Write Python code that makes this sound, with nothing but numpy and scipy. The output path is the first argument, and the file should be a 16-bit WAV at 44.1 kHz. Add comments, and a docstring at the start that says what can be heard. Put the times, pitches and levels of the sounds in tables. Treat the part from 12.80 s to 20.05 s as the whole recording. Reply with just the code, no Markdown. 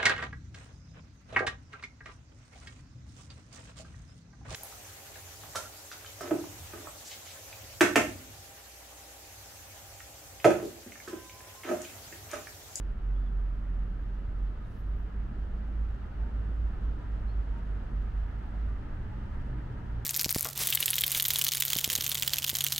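"""Winter park with distant engines

An open city park in winter, heard through a pair of microphone ports: filtered noise makes the traffic's
rumble and tyre hush behind the trees. Far engines are sums of exhaust orders: a heavy one drones unevenly,
others climb in pitch, and a lighter one joins near the end as the singing of tyre treads grows.
Small birds chirp as gliding near-sines, shoes scuff a paved path as bursts of grainy noise,
and faint wavering tones surface from the roar."""
import sys
import numpy as np
from scipy import signal
from scipy.fft import rfft, irfft
from scipy.io import wavfile

SR = 44100
rng = np.random.default_rng(int(sys.argv[2]) if len(sys.argv) > 2 else 0)


def generate_wav(sig):
    """Save sig (samples, or channels by samples) to the path in sys.argv[1] as 16-bit PCM at SR."""
    pcm = np.round(np.clip(np.atleast_2d(sig).T, -1, 1) * 32767).astype(np.int16)
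    wavfile.write(sys.argv[1], SR, pcm)


N = 319725
TIME = np.arange(N) / SR  # seconds
BINS = np.maximum(np.fft.rfftfreq(N, 1 / SR), 1)  # Hz, kept above zero for the logarithms

# The two microphone ports. Each row: frequency in Hz, likeness of the ports from 0 to 1,
# phase by which the left leads in radians, left minus right in dB.
PORT_PAIR = [(50, 0.99, 0, -0.9), (121, .95, 0.42, -0.7), (264, 0.82, -.35, 0), (523, 0.7, -0.64, .3),
             (775, .42, -2.0, 2.8), (984, 0.44, -2.5, 1), (1186, .52, -4, 1), (1220, 0.8, -7, 0),
             (1990, 0.4, -6, -1), (2740, .38, -7.6, -1.5), (4220, 0, -9, -2.2), (8000, .45, -6, -1)]
# Colour of the microphones' own noise. Each row: frequency in Hz, relative level in dB.
HISS_COLOUR = [(100, -4), (9000, -1), (13000, -1), (15500, 2)]

# Far traffic over time. Each row: time in seconds, rumble in dB, tyre roar in dB, both before a fixed lift.
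TRAFFIC_LEVELS = [(0, -51.5, -59.5), (2.1, -52, -59), (4.0, -49, -57), (5.7, -51, -57), (6.2, -48.5, -57),
                  (7.25, -50, -57)]
# Colour of the traffic rumble. Each row: frequency in Hz, relative level in dB.
RUMBLE_COLOUR = [(10, -10), (24, 3), (45, -4), (70, -4), (100, -9), (150, -15.5), (225, -17), (300, -24),
                 (400, -25.5), (550, -35.5), (1000, -51), (4000, -85)]
# Colour of the tyre roar. Each row: frequency in Hz, relative level in dB.
TYRE_COLOUR = [(150, -20), (450, -5), (650, -1), (920, -1.5), (1060, -2), (1180, -2.5), (1250, -2),
               (1450, -4.5), (1750, -7), (2300, -16), (2900, -16), (3800, -23), (5000, -28), (7000, -35.5),
               (10000, -43.5), (15000, -57)]
# Singing treads over time. Each row: time in seconds, level in dB.
TREAD_LEVEL = [(0, -79), (5.0, -69), (5.6, -61), (6.2, -63.5), (6.6, -60.5), (7.25, -61.5)]
# Colour of the singing treads. 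Each row: frequency in Hz, relative level in dB.
SINGING_COLOUR = [(600, -26.5), (800, -2), (950, 4), (1080, -12), (1400, -20), (1650, -2), (2100, -8.5),
                  (2600, -45.5)]
# Faint tones out of the far roar. Each row: start in seconds, length in seconds, mean pitch in Hz,
# peak level in dB before blur and scatter.
ROAR_TONES = [(1.19, .09, 945, -68), (1.759, 0.16, 1270, -64.5), (3.39, .1, 905, -62),
              (4.16, .12, 970, -64), (4.709, 0.092, 902, -64), (5.539, .26, 747.7, -62),
              (5.6, 0.13, 835, -64.5), (5.86, .11, 1205, -61), (6.0, 0.11, 881, -62),
              (6.27, .11, 855, -62.5), (6.501, .16, 945, -64), (6.69, .16, 975, -63.5),
              (6.901, .12, 895, -64.5)]

# Shoes on grit. Each row: start in seconds, length in seconds, level at the crest in dB before scatter.
SHOE_SCUFFS = [(1.795, 0.27, -78.5), (3.138, .02, -77), (3.683, 0.018, -81), (4.183, .018, -79),
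               (4.776, 0.026, -76.5), (5.578, 0.019, -81), (5.883, 0.024, -78), (6.607, 0.026, -77)]
# Colour of the grit. Each row: frequency in Hz, relative level in dB.
GRIT_COLOUR = [(1500, -15), (4000, 4), (6300, -1.5), (9000, -7.5), (14000, -8.5)]
# Bird notes. Each row: start in seconds, length in seconds, mid pitch in Hz, glide over the note in Hz,
# sag of both ends in Hz, rms level at the crest in dB before scatter.
BIRD_NOTES = [(0.35, 0.03, 3380, 280, 100, -72), (.378, .085, 3470, 80, 40, -78.5),
              (0.458, .031, 3400, -380, 110, -71.5), (1.185, .075, 11950, -60, 30, -87.5),
              (1.605, .03, 3270, -160, 0, -77.5), (1.835, .03, 3760, -450, 0, -76.5),
              (1.84, 0.17, 11030, 200, 50, -83), (1.96, .07, 12200, -60, 30, -83),
              (2.058, .07, 13050, -52, 30, -86), (2.147, 0.081, 12100, -100, 30, -86),
              (4.472, 0.052, 4245, 400, 75, -70)]

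# Engine levels below are before the order levels and the panning.
# A higher engine note that comes through twice. Each row: time in seconds, firing rate in Hz, level in dB.
HIGH_COURSE = [(3.7, 305, -70), (4.05, 296, -57.5), (5.0, 280, -71), (6.2, 297.8, -59),
               (6.75, 308.7, -59.5), (7.25, 284.3, -60)]
# A small engine climbing early on. Each row: time in seconds, firing rate in Hz, level in dB.
SMALL_COURSE = [(0, 170.4, -64), (.4, 170.6, -58), (1.3, 173, -60), (1.7, 173.8, -57.5), (2.3, 197.2, -58),
                (3.0, 205.4, -59), (3.6, 215.8, -66)]
# The single order of both. Each row: multiple of the firing rate, level in dB.
SINGLE_ORDER = [(1, 0)]
# The lighter engine near the end. Each row: time in seconds, firing rate in Hz, level in dB.
LIGHT_COURSE = [(5.8, 107.3, -66), (6.05, 119.7, -47), (6.2, 115.7, -48.5), (6.4, 116.5, -46),
                (6.6, 123.6, -49), (6.72, 126.8, -39), (6.93, 123.5, -42), (7.0, 120.2, -51),
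                (7.05, 116, -35.5), (7.12, 115.8, -44), (7.25, 113.9, -37.5)]
# Its exhaust orders. Each row: multiple of the firing rate, level in dB.
LIGHT_EXHAUST = [(1, -1.5), (2, -20.5)]
# An engine gathering speed. Each row: time in seconds, firing rate in Hz, level in dB.
CLIMBING_COURSE = [(3.3, 87.3, -67.5), (3.75, 89.75, -51), (4.6, 97.8, -55), (4.9, 99.43, -51),
                   (5.7, 102.1, -49), (6.5, 110.8, -50.5)]
# Its exhaust orders. Each row: multiple of the firing rate, level in dB.
CLIMBING_EXHAUST = [(1, -3), (2, -13.5)]
# The heavy engine's speed. Each row: time in seconds, firing rate in Hz.
HEAVY_SPEED = [(0, 46.44), (1.08, 44.9), (1.6, 46.26), (2.1, 49.85), (3.05, 53.95), (3.45, 52.5),
               (3.8, 54.97), (4.6, 50.63), (5.0, 48.96), (5.4, 49.97), (5.85, 53), (7.22, 55.3)]
# Its uneven drone. Each row: time in seconds, level in dB.
HEAVY_SWELLS = [(0, -30), (.15, -37.5), (.19, -42.5), (.25, -29), (.41, -27), (.46, -30), (.51, -29),
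                (.7, -28), (.81, -35.5), (.93, -28.5), (1.02, -30), (1.07, -33), (1.49, -35.5),
                (1.64, -27.5), (1.76, -38), (1.83, -43), (1.98, -43), (2.05, -33), (2.15, -30), (2.2, -36),
                (2.26, -34), (2.33, -43), (2.38, -30), (2.52, -42), (2.63, -29.5), (2.68, -40.5),
                (2.76, -32.5), (2.83, -36.5), (2.88, -33), (3.03, -28), (3.15, -36), (3.22, -33.5),
                (3.3, -54), (3.43, -25.5), (3.49, -42.5), (3.54, -30), (3.72, -32.5), (3.86, -26.5),
                (3.99, -43), (4.04, -27), (4.13, -31), (4.18, -43.5), (4.35, -28.5), (4.4, -42),
                (4.46, -27.5), (4.53, -33), (4.6, -23.5), (4.65, -38.5), (4.72, -27), (4.77, -40),
                (4.93, -30), (5.1, -41.5), (5.17, -27), (5.33, -35), (5.38, -26), (5.51, -38.5),
                (5.57, -32), (5.64, -45.5), (5.81, -28.5), (5.95, -34.5), (6.1, -48.5), (6.72, -40.5),
                (6.78, -32.5), (6.86, -48.5), (7.17, -32), (7.25, -44)]
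# Its exhaust orders. Each row: multiple of the firing rate, level in dB.
HEAVY_EXHAUST = [(1, -0.5), (2, -34), (3, -32.5)]


def undb(db):
    """Decibels to gain."""
    return 10 ** (np.asarray(db) / 20)


def unit(x):
    """Scale to rms 1."""
    return x / np.sqrt(np.mean(x ** 2))


def curves(table):
    """Each column of a timed table, at every sample."""
    seconds, *columns = np.transpose(table)
    return [np.interp(TIME, seconds, column) for column in columns]


def per_bin(table):
    """Each column of a frequency table, at every spectral bin, along a logarithmic axis."""
    hz, *columns = np.transpose(table)
    return [np.interp(np.log(BINS), np.log(hz), column) for column in columns]


def pan(db):
    """Left and right gains for a left-minus-right level difference."""
    return undb(np.array([[db], [-db]]) / 2)


def walk(rate):
    """Smooth random drift that changes about rate times a second; rms 1."""
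    spectrum = rfft(rng.standard_normal(N))
    return unit(irfft(spectrum * np.exp(-(BINS / rate) ** 2), N))


def diffuse(colour, flicker_db, flicker_rate):
    """Noise from all around at two partly alike ports; each octave's level wavers by itself."""
    likeness, lead, balance_db = per_bin(PORT_PAIR)
    likeness = np.clip(likeness, 0, 1)
    left, own = rfft(rng.standard_normal((2, N)))
    shared = likeness * np.exp(-1j * lead) * left
    right = shared + np.sqrt(1 - likeness ** 2) * own
    pair = np.array([left * undb(balance_db / 2), right * undb(-balance_db / 2)])
    pair = pair * undb(per_bin(colour)[0])
    out = 0
    for octave in range(3, 15):  # overlapping bands centred on 2 ** octave Hz
        band = np.maximum(1 - abs(np.log2(BINS) - octave), 0)
        out = out + irfft(pair * band, N) * undb(flicker_db * walk(flicker_rate))
    return unit(out)


def outdoors(x, t60, wet_db):
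    """Direct sound plus a short scatter from trunks and mounds, different in each ear."""
    t = TIME[:SR]
    tail = rng.standard_normal((2, SR)) * np.exp(-np.log(1000) * t / t60)
    tail = tail / np.sqrt(np.sum(tail ** 2, axis=1, keepdims=True))
    scatter = signal.fftconvolve(x[None], tail, axes=1)[:, :N]
    return x + undb(wet_db) * scatter


def hiss(db):
    """The microphones' own faint noise, independent in each channel."""
    noise = rfft(rng.standard_normal((2, N)))
    return undb(db) * unit(irfft(noise * undb(per_bin(HISS_COLOUR)[0]), N))


def traffic():
    """Many far vehicles merge into a low rumble and an air-dulled tyre roar; treads sing above it."""
    rumble_db, tyre_db = curves(TRAFFIC_LEVELS)
    rumble = diffuse(RUMBLE_COLOUR, flicker_db=0.75, flicker_rate=5) * undb(rumble_db + 12.5)
    tyres = diffuse(TYRE_COLOUR, flicker_db=0.75, flicker_rate=21) * undb(tyre_db + 3.0)
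    tread = diffuse(SINGING_COLOUR, flicker_db=1.0, flicker_rate=28) * undb(curves(TREAD_LEVEL)[0])
    return rumble + tyres + tread


def far_tones(width_hz, drift):
    """Short wavering tones, blurred by distance, swell out of the roar and sink back."""
    out = np.zeros(N)
    blur = 1 + .5 * (walk(width_hz) + 1j * walk(width_hz))
    bend = 1 + drift * walk(8)  # pitch factor
    for start, length, hz, db in ROAR_TONES:
        span = (TIME >= start) & (TIME < start + length)
        phase = 2 * np.pi * np.cumsum(hz * bend[span]) / SR
        swell = np.sin(np.pi * (TIME[span] - start) / length)
        out[span] += undb(db) * swell * np.real(blur[span] * np.exp(1j * phase))
    return outdoors(out, t60=.4, wet_db=-0.5)


def footsteps(grain_db):
    """A sole rolls over grit: a short swell of tiny cracks of very unequal size."""
    pressure = np.zeros(N)
    for start, length, db in SHOE_SCUFFS:
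        pressure += undb(db) * np.sin(np.pi * np.clip((TIME - start) / length, 0, 1))
    crack_size = undb(grain_db * np.minimum(rng.exponential(size=N), 6))
    cracks = rng.standard_normal(N) * crack_size
    grit = unit(irfft(rfft(cracks) * undb(per_bin(GRIT_COLOUR)[0]), N))
    return outdoors(pressure * grit, t60=.2, wet_db=-11.5)


def birds(warble_hz, warble_depth_hz):
    """Each note is a near sine that glides along an arch with a slight warble."""
    out, warble = np.zeros(N), walk(warble_hz)
    for start, length, pitch_hz, glide_hz, sag_hz, db in BIRD_NOTES:
        span = (TIME >= start) & (TIME < start + length)
        u = (TIME[span] - start) / length  # 0 to 1 through the note
        arch_hz = pitch_hz + glide_hz * (u - .5) - sag_hz * (2 * u - 1) ** 2
        hz = arch_hz + warble_depth_hz * warble[span]
        swell = np.sqrt(2) * abs(np.sin(np.pi * u)) ** 0.82
        out[span] += undb(db) * swell * np.sin(2 * np.pi * np.cumsum(hz) / SR)
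    return outdoors(out, t60=.3, wet_db=-6)


def engine(hz, db, orders, fade_rate, rough):
    """Only the lowest exhaust orders carry far; moving air makes them waver, higher multiples more."""
    phase = 2 * np.pi * np.cumsum(hz) / SR
    out = 0
    for multiple, order_db in orders:
        path = 1 + rough * multiple * (walk(fade_rate) + 1j * walk(fade_rate))
        tone = np.real(path * np.exp(1j * multiple * phase))
        out = out + undb(order_db) * unit(tone)
    return out * undb(db)


def high_engine():
    """A single high order, strongly broken up on its way through the air."""
    return engine(*curves(HIGH_COURSE), SINGLE_ORDER, fade_rate=9, rough=0.8)


def small_engine():
    """A single order rising with the engine's speed."""
    return engine(*curves(SMALL_COURSE), SINGLE_ORDER, fade_rate=5.6, rough=0.4)


def light_engine():
    """Two exhaust orders following a lighter engine's speed, a little to the left."""
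    return engine(*curves(LIGHT_COURSE), LIGHT_EXHAUST, fade_rate=5, rough=0.18) * pan(.4)


def climbing_engine():
    """Two exhaust orders climb slowly as the engine gathers speed, a little to the right."""
    return engine(*curves(CLIMBING_COURSE), CLIMBING_EXHAUST, fade_rate=3, rough=0.27) * pan(-0.53)


def heavy_engine():
    """A deep drone, right of centre, whose pitch follows the engine's speed as it swells and dips."""
    hz, db = curves(HEAVY_SPEED)[0], curves(HEAVY_SWELLS)[0]
    return engine(hz, db, HEAVY_EXHAUST, fade_rate=5.4, rough=0.031) * pan(-2.3)


def scene():
    """Engines and traffic beyond the park, birds and steps within it."""
    background = hiss(db=-83) + traffic() + far_tones(width_hz=28, drift=.018)
    park = footsteps(grain_db=6) + birds(warble_hz=220, warble_depth_hz=22)
    engines = high_engine() + small_engine() + light_engine() + climbing_engine() + heavy_engine()
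    return background + park + engines


def record(dry):
    """The recorder drops the deepest bass and cuts the top."""
    low_cut = signal.butter(2, 14, "high", fs=SR, output="sos")
    top_cut = signal.ellip(8, .2, 70, 15700, fs=SR, output="sos")  # .2 dB ripple, 70 dB down past 15.7 kHz
    return signal.sosfilt(top_cut, signal.sosfilt(low_cut, dry))


dry = scene()
out = record(dry)
generate_wav(out)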